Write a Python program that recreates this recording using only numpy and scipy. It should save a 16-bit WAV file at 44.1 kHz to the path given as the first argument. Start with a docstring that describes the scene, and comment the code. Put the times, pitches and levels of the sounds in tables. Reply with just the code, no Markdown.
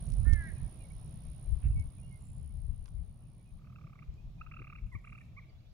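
"""Gusts buffet the two ports of a hand-held phone in an open field: low noise shaped by passing eddies.
A katydid's wing-stroke tones fade and stop; a crow caws once, as harmonics weighted by its throat.
A bird rattles and clucks in gliding notes with octaves; far birds whistle and call high and thin over
faint tonal grains. Small-insect ticks and other short ticks are decaying noise; a finger slides once.
Filtered noise makes a far drone, rustling trees and the hiss of grass."""
import sys
import numpy as np
from scipy import signal
from scipy.fft import rfft, irfft, next_fast_len
from scipy.io import wavfile
from scipy.ndimage import uniform_filter1d, map_coordinates

SR = 44100
rng = np.random.default_rng(int(sys.argv[2]) if len(sys.argv) > 2 else 0)


def transcribe(u):
    """Save the signal u as a 16-bit wav file named by the first command-line argument.

    u: samples, shape (n,) or (channels, n), limited to [-1, 1]; the rate is SR.
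    q: integer samples, one column per channel.
    """
    v = np.clip(np.atleast_2d(u).T, -1, 1)
    q = np.round(v * 32767).astype(np.int16)
    wavfile.write(sys.argv[1], SR, q)


N = 252680

# Spectrum of the far drone: frequency_hz, relative_db (per Hz)
DRONE_SPECTRUM = [(30, -21), (70, -8.5), (125, 2.5), (165, -4), (230, -16), (330, -31.5), (600, -59)]
# Spectrum of wind in the trees: frequency_hz, relative_db (per Hz)
TREE_SPECTRUM = [(150, -44), (300, -1.5), (450, -7), (650, -4), (850, -9.5), (1150, -11), (1400, -19),
                 (2000, -58)]
# Likeness of the trees at the two ports: frequency_hz, correlation (no unit)
TREE_LIKENESS = [(300, 0.57), (1200, 0.23)]
# Course of drone and trees, before their random swells: time_s, drone_db, trees_db
FAR_LEVELS = [(.5, -47.5, -64), (1.2, -49.5, -66.5), (2, -50, -70), (3, -52.5, -74), (4.4, -52.5, -73.5),
              (5.2, -52.5, -74.5), (5.73, -58.5, -74.5)]
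# Spectrum of grass and far insects: frequency_hz, relative_db (per Hz)
HISS_SPECTRUM = [(600, -38), (1300, 1), (1800, 0), (2400, 3), (3000, 1.5), (3700, 2), (5100, -3.5),
                 (5400, -0.5), (5800, -4), (7300, -9), (8400, -21), (9400, -9), (10600, -31), (12200, -8),
                 (15800, -27.5)]
# Course of the hiss, before its left-right offset: time_s, level_db
HISS_LEVELS = [(.3, -70), (.9, -72), (1.5, -73.5), (2.2, -77.5), (3.2, -81), (4.3, -77.5), (4.8, -80.5),
               (5.4, -78), (5.73, -78)]

# Whistles of far birds, before flutter: start_s, length_s, start_hz, end_hz, level_db
WHISTLES = [(0.55, 0.06, 2487, 2390, -71), (.6, .02, 2220, 2080, -70), (.63, .016, 2420, 2420, -71),
            (.662, .022, 2260, 2190, -72), (0.797, 0.034, 2440, 2374, -66), (.797, .05, 2800, 2850, -71),
            (.84, 0.02, 2200, 2204, -64), (0.905, 0.014, 2230, 2270, -62.5), (1.635, .035, 2620, 2740, -68),
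            (1.705, .03, 2720, 2660, -68), (1.98, 0.029, 2360, 2510, -72),
            (3.453, 0.055, 2530, 2440, -76.5), (1.755, 0.082, 2258, 2186, -62),
            (2.023, 0.045, 2780, 2830, -69), (2.065, .06, 2860, 2900, -74), (2.106, 0.081, 2170, 2084, -67),
            (4.174, 0.034, 2450, 2470, -69.5), (4.38, 0.03, 2450, 2460, -71), (5.49, .02, 4450, 4750, -76),
            (5.535, .05, 3300, 3600, -78), (5.583, .03, 3750, 4900, -78), (5.65, .042, 3300, 3700, -78),
            (5.69, .03, 3900, 5100, -78)]
# Notes of a high hoarse bird, before roughening: start_s, length_s, start_hz, end_hz, level_db
SEEP_NOTES = [(2.15, .05, 8600, 7750, -87), (2.195, .095, 7180, 7280, -74), (2.27, .16, 7250, 7350, -83),
              (2.19, .18, 7900, 7600, -86)]

# Short ticks before their colour, the first five a small insect's, the others perhaps the grip's:
# start_s, level_db, centre_hz, sharpness_q (no unit), t60_s
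SHORT_TICKS = [(.067, -52, 6500, 1, .006), (.084, -51, 7800, 2, .005), (.102, -47, 7500, .8, .005),
               (.121, -48, 6000, .8, .008), (.139, -48, 8000, .6, .005), (.281, -55, 7800, 2, .006),
               (0.3238, -45, 3500, .8, 0.0024), (.3338, -30, 4500, .7, 0.002),
               (1.7985, -48, 6800, 1.8, 0.009), (1.9021, -51, 4050, 3, 0.0065),
               (2.8582, -40, 3200, 1.2, 0.002), (2.859, -54, 1200, 3, .03), (2.88, -57, 4500, .6, 0.008),
               (2.881, -53, 1200, 3, .03), (2.886, -62, 6300, 1, .02), (4.1404, -57, 9000, .8, .003)]
# Colour of the short ticks: frequency_hz, gain_db
TICK_COLOUR = [(300, 11.5), (7500, 0), (10000, -11), (15000, -10.5)]
# Course of a sliding finger: time_s, level_db
SLIDE_LEVELS = [(1.61, -100), (1.625, -69), (1.665, -67), (1.685, -80), (1.71, -100)]
# Spectrum of the slide: frequency_hz, relative_db (per Hz)
SLIDE_SPECTRUM = [(700, -30), (1300, -12), (2500, -10), (3100, -17), (5000, -46), (8000, -100)]

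# Course of the small insect's run of clicks, before click scatter and colour: time_s, level_db
TICKER_LEVELS = [(4.7, -100), (4.75, -91), (4.85, -73), (4.97, -66), (5.1, -66.5), (5.17, -69), (5.25, -66),
                 (5.28, -97)]
# Colour of its clicks: frequency_hz, gain_db
TICKER_COLOUR = [(5000, -30), (7200, 0), (8200, -7), (9300, 0), (11000, -3), (12000, -30)]

# Rattle notes, before scatter, glide and syrinx: start_s, pitch_hz, level_db, octave_db
RATTLE_NOTES = [(3.589, 1170.0, -70, -80), (3.613, 1190.0, -68, -79), (3.643, 1200.0, -63, -76),
                (3.669, 1230.0, -63, -75), (3.697, 1240.0, -64, -75), (3.723, 1180.0, -61, -73),
                (3.756, 1290.0, -58, -66), (3.784, 1260.0, -59, -69), (3.811, 1200.0, -59, -70),
                (3.839, 1230.0, -61, -72), (3.869, 1190.0, -58, -67), (3.895, 1190.0, -64, -74),
                (3.927, 1190.0, -58, -69), (3.954, 1190.0, -60, -70), (3.989, 1160.0, -62, -63),
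                (4.022, 1180.0, -55, -61), (4.41, 1270.0, -46, -54), (4.464, 1250.0, -50, -59),
                (4.514, 1220.0, -52, -53), (4.537, 1290.0, -55, -56), (4.564, 1260.0, -54, -54),
                (4.59, 1270.0, -53, -54), (4.618, 1250.0, -53, -54), (4.643, 1260.0, -56, -55),
                (4.67, 1230.0, -54, -55), (4.698, 1260.0, -57, -56), (4.725, 1240.0, -52, -56),
                (4.753, 1230.0, -55, -55), (4.784, 1160.0, -63, -56), (5.042, 1260.0, -57, -57),
                (5.072, 1220.0, -55, -54), (5.093, 1220.0, -62, -60), (5.124, 1190.0, -55, -53),
                (5.15, 1270.0, -57, -57), (5.178, 1200.0, -60, -57), (5.209, 1170.0, -70, -60)]
# Clucks, before pitch waver and syrinx: start_s, length_s, top_share (of the length),
# start_hz, top_hz, end_hz, level_db, octave_db
CLUCK_NOTES = [(4.914, 0.041, .25, 1016, 1050, 880, -53.5, -59.5),
               (4.945, .024, 0.41, 897, 1198, 1020, -50.5, -53), (5.207, .018, .5, 880, 930, 880, -78, -68),
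               (5.363, 0.0398, .6, 1027, 1190, 896, -53, -54)]
# Resonances of the rattling bird's syrinx: frequency_hz, gain_db
SYRINX = [(800, -20), (1200, -1), (1600, 6.5), (2200, 5), (2480, 0), (2750, 10), (3000, -10), (3400, -32)]
# Tilt of its voice before the trees answer: frequency_hz, gain_db
ANSWER_TILT = [(1200, 2.4), (2400, 6.5)]
# Answers of two tree lines, before flutter: delay_s, level_db
TREE_LINE_SLAPS = [(.05, -25), (.108, -27)]
NOTE_SCATTER_DB, NOTE_SCATTER = 1.2, .015  # spread of level (dB) and of pitch (share of the pitch)

# Course of the caw: time_s, pitch_hz (before jitter), effort_db, beak_opening (factor on throat resonances)
CAW_COURSE = [(.243, 335, -70, .95), (.255, 350, -52, 0.93), (.282, 364, -45.5, 0.99),
              (.34, 356.6, -46.5, 1.066), (.426, 329.4, -47.5, 0.98), (.472, 319, -49.5, 1.03),
              (.487, 309.5, -51, 1.07), (.502, 284.4, -54, 1.03), (.52, 272, -62, 1.03),
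              (.54, 266, -85, 1.2)]
# Resonance of the crow's throat: frequency_hz, gain_db
THROAT = [(1150, -40), (1290, -24), (1450, -13), (1620, -1), (1800, 0), (1980, -8), (2150, -10),
          (2220, -16), (2330, -24), (2450, -30), (2700, -50)]
RASP_HZ, RASP_SPAN_HZ = 315, 90  # roughness starts below this pitch and would be full this far below

# Course of the katydid, before the wing resonance: time_s, level_db, left_right_db
KATYDID_COURSE = [(0, -61.5, -12), (.5, -65.5, -14), (1.0, -70, -20), (2.0, -71.5, -17.5),
                  (2.7, -77.5, -21.5), (3.1, -80, -16), (3.58, -81, -14.5)]
# One wing stroke, before scatter: cycle_share (no unit), level_db, pitch_hz
WING_STROKE = [(.23, -30, 9380), (.28, -4, 9420), (.4, -1, 9610), (.53, 0, 9700), (.62, 0, 9670),
               (.69, -1, 9460), (.73, -30, 9300)]
# Resonance of the wing: frequency_hz, gain_db
WING_RESONANCE = [(8400, -14), (9000, 1), (9250, 3.5), (9450, -0.5), (9800, -0.5), (10000, -10),
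                  (10600, -22)]
STROKE_SCATTER_HZ = 22  # spread of pitch from stroke to stroke
SLIP_HZ, SLIP_OVER = 140, 1.5  # a stroke whose timing draw passes this many sigma falls flat by SLIP_HZ

# Spectrum of the buffeting: frequency_hz, relative_db (per Hz)
BUFFET_SPECTRUM = [(12, -18.5), (25, -4.5), (42, -0.5), (65, -3), (100, -12), (160, -23.5), (250, -41.5),
                   (420, -57.5), (900, -92), (2000, -120)]
# Steady buffeting, before sharing between the ports: time_s, level_db, left_right_db
BREEZE = [(0, -47, 0), (.8, -52, -1), (1.3, -52.5, 3.5), (2.1, -52, 0.5), (2.6, -46, 10), (3.3, -56, 8),
          (3.8, -62.5, -1), (4.4, -54, 4), (5.1, -56, 0), (5.73, -59.5, 2)]
# Eddies that break on the ports, before sharing: centre_s, half_width_s, level_db, left_right_db
GUSTS = [(0.121, 0.051, -31, -16.5), (0.213, 0.041, -23, -15.5), (.31, 0.061, -24.5, -23),
         (.4, 0.027, -33, -11), (0.537, 0.028, -34, -13), (.64, 0.029, -34.5, -22), (.94, 0.045, -45, 0),
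         (1.08, 0.026, -43.5, 4), (1.26, 0.037, -46.5, 19), (1.538, 0.046, -31, 7.5),
         (1.68, 0.038, -22, -8.5), (1.769, .045, -25.5, 5), (1.86, 0.027, -36.5, 8), (2.31, 0.036, -44, 12),
         (2.47, 0.028, -39.5, 17), (2.711, 0.044, -39, 14), (2.81, 0.024, -36.5, 4.5),
         (2.99, 0.042, -43.5, 11), (3.55, 0.026, -47, 4), (4.1, 0.017, -42.5, 4), (4.28, 0.025, -46, 9),
         (4.85, 0.024, -42, 10), (4.96, 0.012, -34.5, 10)]
# Puffs on a port, before their envelope: start_s, level_db, left_right_db, starting_hz (then falling)
PUFFS = [(0.268, -27, -19, 239), (0.332, -29, -21, 257), (1.657, -42, -16, 246), (4.592, -43, -5, 330),
         (4.604, -38, -5, 380), (4.616, -40, -5, 480), (4.951, -39, 21, 242)]

TOP_HZ = 15838  # band limit of the phone


def amp(db):
    """Decibels are logarithmic: 20 dB is a tenfold amplitude."""
    return 10 ** (np.asarray(db) / 20)


def unit(x):
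    """Root-mean-square normalization: scales x to rms 1."""
    return x / np.sqrt(np.mean(x ** 2) + 1e-20)


def along(points, hz):
    """Interpolation over log frequency of (Hz, value) points."""
    f, v = np.transpose(points)
    return np.interp(np.log(hz + 1), np.log(f + 1), v)


def curves(rows):
    """Linear interpolation in time: one value per sample for each column after the time."""
    s, *cols = np.transpose(rows)
    return [np.interp(np.arange(N) / SR, s, c) for c in cols]


def wobble(rate):
    """Band-limited fluctuation: a smooth random curve with rate knots a second."""
    knots = rng.standard_normal(int(N * rate / SR) + 4)
    return map_coordinates(knots, [np.arange(N) * rate / SR])


def filtered(x, response):
    """Linear filtering: the spectrum of x times a response of frequency."""
    m = next_fast_len(N + SR // 2)
    return irfft(rfft(x, m) * response(np.fft.rfftfreq(m, 1 / SR)), m)[..., :N]


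def rush(spectrum, alike, patchy_db):
    """Turbulent noise: partly coherent stereo noise of rms 1, patchy in time and frequency."""
    z = signal.stft(rng.standard_normal((2, N + 512)), nperseg=512)[2]
    field = uniform_filter1d(rng.standard_normal(z.shape[1:]), size=5, axis=0)
    field = uniform_filter1d(field, size=10, axis=1)
    pair = signal.istft(z * amp(patchy_db * unit(field)), nperseg=512)[1][:, :N]

    def mid_side(hz):
        # mixing two independent noises at this angle gives the wanted correlation
        turn = np.arccos(np.clip(along(alike, hz), -1, 1)) / 2
        return amp(along(spectrum, hz)) * [np.cos(turn), np.sin(turn)]

    mid, side = filtered(pair, mid_side)
    return unit(np.array([mid + side, mid - side]))


def placed(x, pan_db, count):
    """Interaural cues: a left-right level difference, and the left port count samples late."""
    return np.array([np.roll(x, count) * amp(pan_db / 2), x * amp(-pan_db / 2)])


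def echoes(x, t60, db):
    """Diffuse scattering by the tree line: a decaying noise tail, different at each port."""
    t = np.arange(SR // 2) / SR
    tail = rng.standard_normal((2, len(t))) * amp(-60 * t / t60) * (1 - np.exp(-t / 0.0016))
    tail = tail / np.linalg.norm(tail[0])
    return amp(db) * signal.fftconvolve(x[None], tail, axes=1)[:, :N]


def add(track, s, sound):
    """Superposition: mixes a sound in at s seconds."""
    part = track[..., round(s * SR):][..., :sound.shape[-1]]
    part += sound[..., :part.shape[-1]]


def note(length, pitch_hz, db, octave_db, edge, lean=1):
    """A gliding tone with its second harmonic; edge under 1 flattens the top, lean under 1 hastens the attack."""
    u = np.linspace(0, 1, round(length * SR))
    pitch = np.interp(u, np.linspace(0, 1, len(pitch_hz)), pitch_hz)
    phase = 2 * np.pi * np.cumsum(pitch) / SR
    envelope = np.abs(np.sin(np.pi * u ** lean)) ** edge
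    return envelope * (amp(db) * np.sin(phase) + amp(octave_db) * np.sin(2 * phase))


def distance():
    """Spatial coherence: a far drone nearly alike at both ports, less alike trees, diffuse hiss of grass."""
    drone_db, trees_db = curves(FAR_LEVELS)
    drone = amp(drone_db + 1.1 * wobble(2.67)) * rush(DRONE_SPECTRUM, [(100, 0.88)], patchy_db=2.5)
    drone = drone * amp([[-.7], [.7]])
    trees = amp(trees_db + 0.31 * wobble(5.27)) * rush(TREE_SPECTRUM, TREE_LIKENESS, patchy_db=2.0)
    hiss_db = curves(HISS_LEVELS)[0] + np.array([[-1.6], [1.6]])
    hiss = amp(hiss_db) * rush(HISS_SPECTRUM, [(2000, .08)], patchy_db=1.6)
    return drone + trees + hiss


def tonal_grains():
    """Random superposition: a faint random texture of 40 short tonal grains, about 2 to 3 kHz."""
    out = np.zeros(N)
    for when, pitch, glide, size in rng.random((40, 4)):
        hz = 2050 + 900 * pitch
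        pitches = [hz, hz * (1 + .1 * (glide - .5))]
        add(out, when * N / SR, note(.03, pitches, -79 + 8 * size, octave_db=-120, edge=.8))
    return amp(-7) * (placed(out, -4, count=-5) + echoes(out, t60=.3, db=-2))


def whistles():
    """Amplitude modulation: nearly pure gliding tones of far birds flutter on their way."""
    far = np.zeros(N)
    for s, length, *pitch_hz, db in WHISTLES:
        add(far, s, note(length, pitch_hz, db, octave_db=-120, edge=.45))
    return far * amp(2 * wobble(70))  # moving air makes them flutter


def seeps():
    """Random modulation broadens a thin high tone into a hoarse call, blurred by the trees."""
    out = np.zeros(N)
    for s, length, *pitch_hz, db in SEEP_NOTES:
        add(out, s, note(length, pitch_hz, db, octave_db=-120, edge=.5))
    out = out * (.8 + .8 * wobble(260))
    return placed(out, -8, count=-5) + echoes(out, t60=.4, db=-1)


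def short_ticks_and_slide():
    """Resonance and friction: short ticks are decaying noise through a resonator; a finger's slide is noise."""
    out, t = np.zeros((2, N)), np.arange(SR // 30) / SR
    for s, db, hz, q, t60 in SHORT_TICKS:
        decay = amp(-60 * t / t60) + 0.09 * amp(-60 * t / 0.05)  # the faint second part has its own t60
        burst = rng.standard_normal((2, len(t))) * decay
        b, a = signal.iirpeak(min(hz, SR / 3), q, SR)
        add(out, s, amp(db) * signal.lfilter(b, a, burst))
    out = filtered(out, lambda hz: amp(along(TICK_COLOUR, hz)))
    slide = rush(SLIDE_SPECTRUM, [(1000, 0.58)], patchy_db=-2.5)
    return out + amp(curves(SLIDE_LEVELS)[0]) * slide


def ticker():
    """Impulse excitation: a small insect's uneven clicks, about fifty a second, each ring one noise body."""
    gaps_s = 0.02 * (1 + 0.17 * rng.standard_normal(N // 500))
    at = (SR * np.cumsum(gaps_s)).astype(int)
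    at = at[at < N]
    sizes = amp(rng.normal(0, 4.0, len(at)))
    clicks = np.bincount(at, sizes, minlength=N) * amp(curves(TICKER_LEVELS)[0])
    t = np.arange(SR // 200) / SR
    body = amp(-60 * t / 0.0049) * rng.standard_normal(len(t))
    ticks = filtered(np.convolve(clicks, body)[:N], lambda hz: amp(along(TICKER_COLOUR, hz)))
    return placed(ticks, -16.0, count=-5) + echoes(ticks, t60=0.14, db=5.5)


def rattle():
    """Frequency modulation: short rising notes in quick runs, roughened by random gain."""
    out = np.zeros(N)
    scatter = rng.standard_normal((len(RATTLE_NOTES), 4))
    for (s, hz, db, octave_db), (size, tune, gape, slope) in zip(RATTLE_NOTES, scatter):
        rise = np.array([-0.53, -0.075, 0.04, 0.68])  # steepens toward the end
        bend = 1 + 0.25 * (1 + 0.19 * slope) * rise
        pitches = hz * (1 + NOTE_SCATTER * tune) * bend
        db, octave_db = db + NOTE_SCATTER_DB * size, octave_db + NOTE_SCATTER_DB * gape
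        add(out, s, note(.011, pitches, db, octave_db, edge=.7, lean=.7))
    return out * amp(1 + 2.5 * wobble(500))  # the throat rasps


def clucks():
    """Frequency modulation: longer calls whose pitch arches up, drops and wavers."""
    out = np.zeros(N)
    for s, length, top, *pitch_hz, db, octave_db in CLUCK_NOTES:
        arch = np.interp(np.linspace(0, 1, num=16), [0, top, 1], pitch_hz)
        arch = arch * (1 + .012 * rng.standard_normal(size=16))
        add(out, s, note(length, arch, db, octave_db, edge=1.07, lean=1.07))
    return out


def birds():
    """Source, filter and reflection: rattle and clucks pass the syrinx, and trees answer them and the whistles."""
    far = whistles()
    near = filtered(rattle() + clucks(), lambda hz: amp(along(SYRINX, hz)))
    bright = filtered(near, lambda hz: amp(along(ANSWER_TILT, hz)))
    slaps = sum(amp(db) * np.roll(bright, round(s * SR)) for s, db in TREE_LINE_SLAPS)
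    answer = (echoes(bright, t60=.7, db=-17) + slaps) * amp(2 * wobble(90))
    rattling_bird = placed(near, -4.5, count=-5) + answer
    return rattling_bird + placed(far, -7, count=-5) + echoes(far, t60=.45, db=-11)


def crow():
    """Source and filter: harmonics three to nine of a gliding pitch, weighted by the throat resonance."""
    pitch_hz, effort_db, beak = curves(CAW_COURSE)
    phase = 2 * np.pi * np.cumsum(pitch_hz * (1 + 0.0028 * wobble(83.0))) / SR
    voice = np.zeros(N)
    for k in range(3, 10):
        harmonic_db = along(THROAT, k * pitch_hz / beak)
        voice += amp(harmonic_db + 1.2 * wobble(59.2)) * np.sin(k * phase)
    rasp = np.clip((RASP_HZ - pitch_hz) / RASP_SPAN_HZ, 0, 1)  # the voice frays as the pitch sags
    voice = voice * (1 + rasp * wobble(400))
    gate = np.clip((.15 - np.abs(np.arange(N) / SR - .39)) / .012, 0, 1)  # open from .24 to .54 s
    voice = amp(effort_db) * voice * gate
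    return placed(voice, pan_db=-4.3, count=5) + echoes(voice, t60=.7, db=-11.5)


def katydid():
    """Stridulation: about 63 wing strokes a second, each a short arched tone, excite the wing resonance."""
    t = np.arange(N) / SR
    rate = 63.0377 - .05467 * (t - 3.255) ** 2  # strokes a second
    strokes = .9595 + np.cumsum(rate) / SR
    share, db, hz = np.transpose(WING_STROKE)
    size, start, late, tune = rng.standard_normal((N // 500, 4))[strokes.astype(int)].T
    swing = strokes % 1 + .03 * late  # timing differs from stroke to stroke
    pitch = np.interp(swing, share, hz) + STROKE_SCATTER_HZ * tune - SLIP_HZ * (late > SLIP_OVER)
    tone = np.sin(2 * np.pi * (np.cumsum(pitch) / SR + start))  # each stroke has its own phase
    envelope = amp(np.interp(swing, share, db) + 1.35 * size + 1.4 * wobble(450))
    buzz = uniform_filter1d(envelope, size=24) * tone  # the wing takes a few cycles to start and stop
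    level_db, pan_db = curves(KATYDID_COURSE)
    song = unit(buzz) * amp(level_db) * (t < 3.588)  # the song stops dead
    song = filtered(song, lambda hz: amp(along(WING_RESONANCE, hz)))
    return placed(song, pan_db, count=-5) + echoes(song, t60=0.067, db=-5) * amp([[-4], [2.1]])


def ports(db, pan_db):
    """Power sharing: a level divided between the two ports by its left-right difference."""
    share = amp([pan_db, -pan_db])
    return 4 * amp(2 * db) * share / share.sum(axis=0)


def wind():
    """Turbulent pressure: the powers of breeze and passing gusts add at each port; short puffs thump on top."""
    power, now = ports(*curves(BREEZE)), np.arange(N) / SR
    for s, half, db, pan_db in GUSTS:
        swell = np.exp(-2 * ((now - s) / half) ** 2)
        power = power + ports(db, pan_db)[:, None] * swell
    lumps = amp(2.87 * np.array([wobble(16), wobble(18)]))
    noise = rush(BUFFET_SPECTRUM, [(30, 0.68), (100, 0.61)], patchy_db=0.5)
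    out = np.sqrt(power) * unit(lumps * noise)
    t = np.arange(SR // 20) / SR
    envelope = amp(-60 * t / 0.02) * (1 - np.exp(-t / 0.0025))
    for s, db, side_db, hz in PUFFS:
        push = np.sin(2 * np.pi * hz * t * np.exp(-t / 0.027)) * envelope
        add(out, s, placed(amp(db) * push, side_db, count=0))
    return out


def scene():
    """Superposition: the pressures of all sources add at the two ports."""
    field = wind() + distance() + tonal_grains()
    animals = katydid() + ticker() + crow() + birds() + seeps()
    return field + animals + short_ticks_and_slide()


def record(dry):
    """Band limitation: the phone keeps nothing from its top frequency upward."""
    return filtered(dry, lambda hz: hz < TOP_HZ)


dry = scene()
out = record(dry)
transcribe(out)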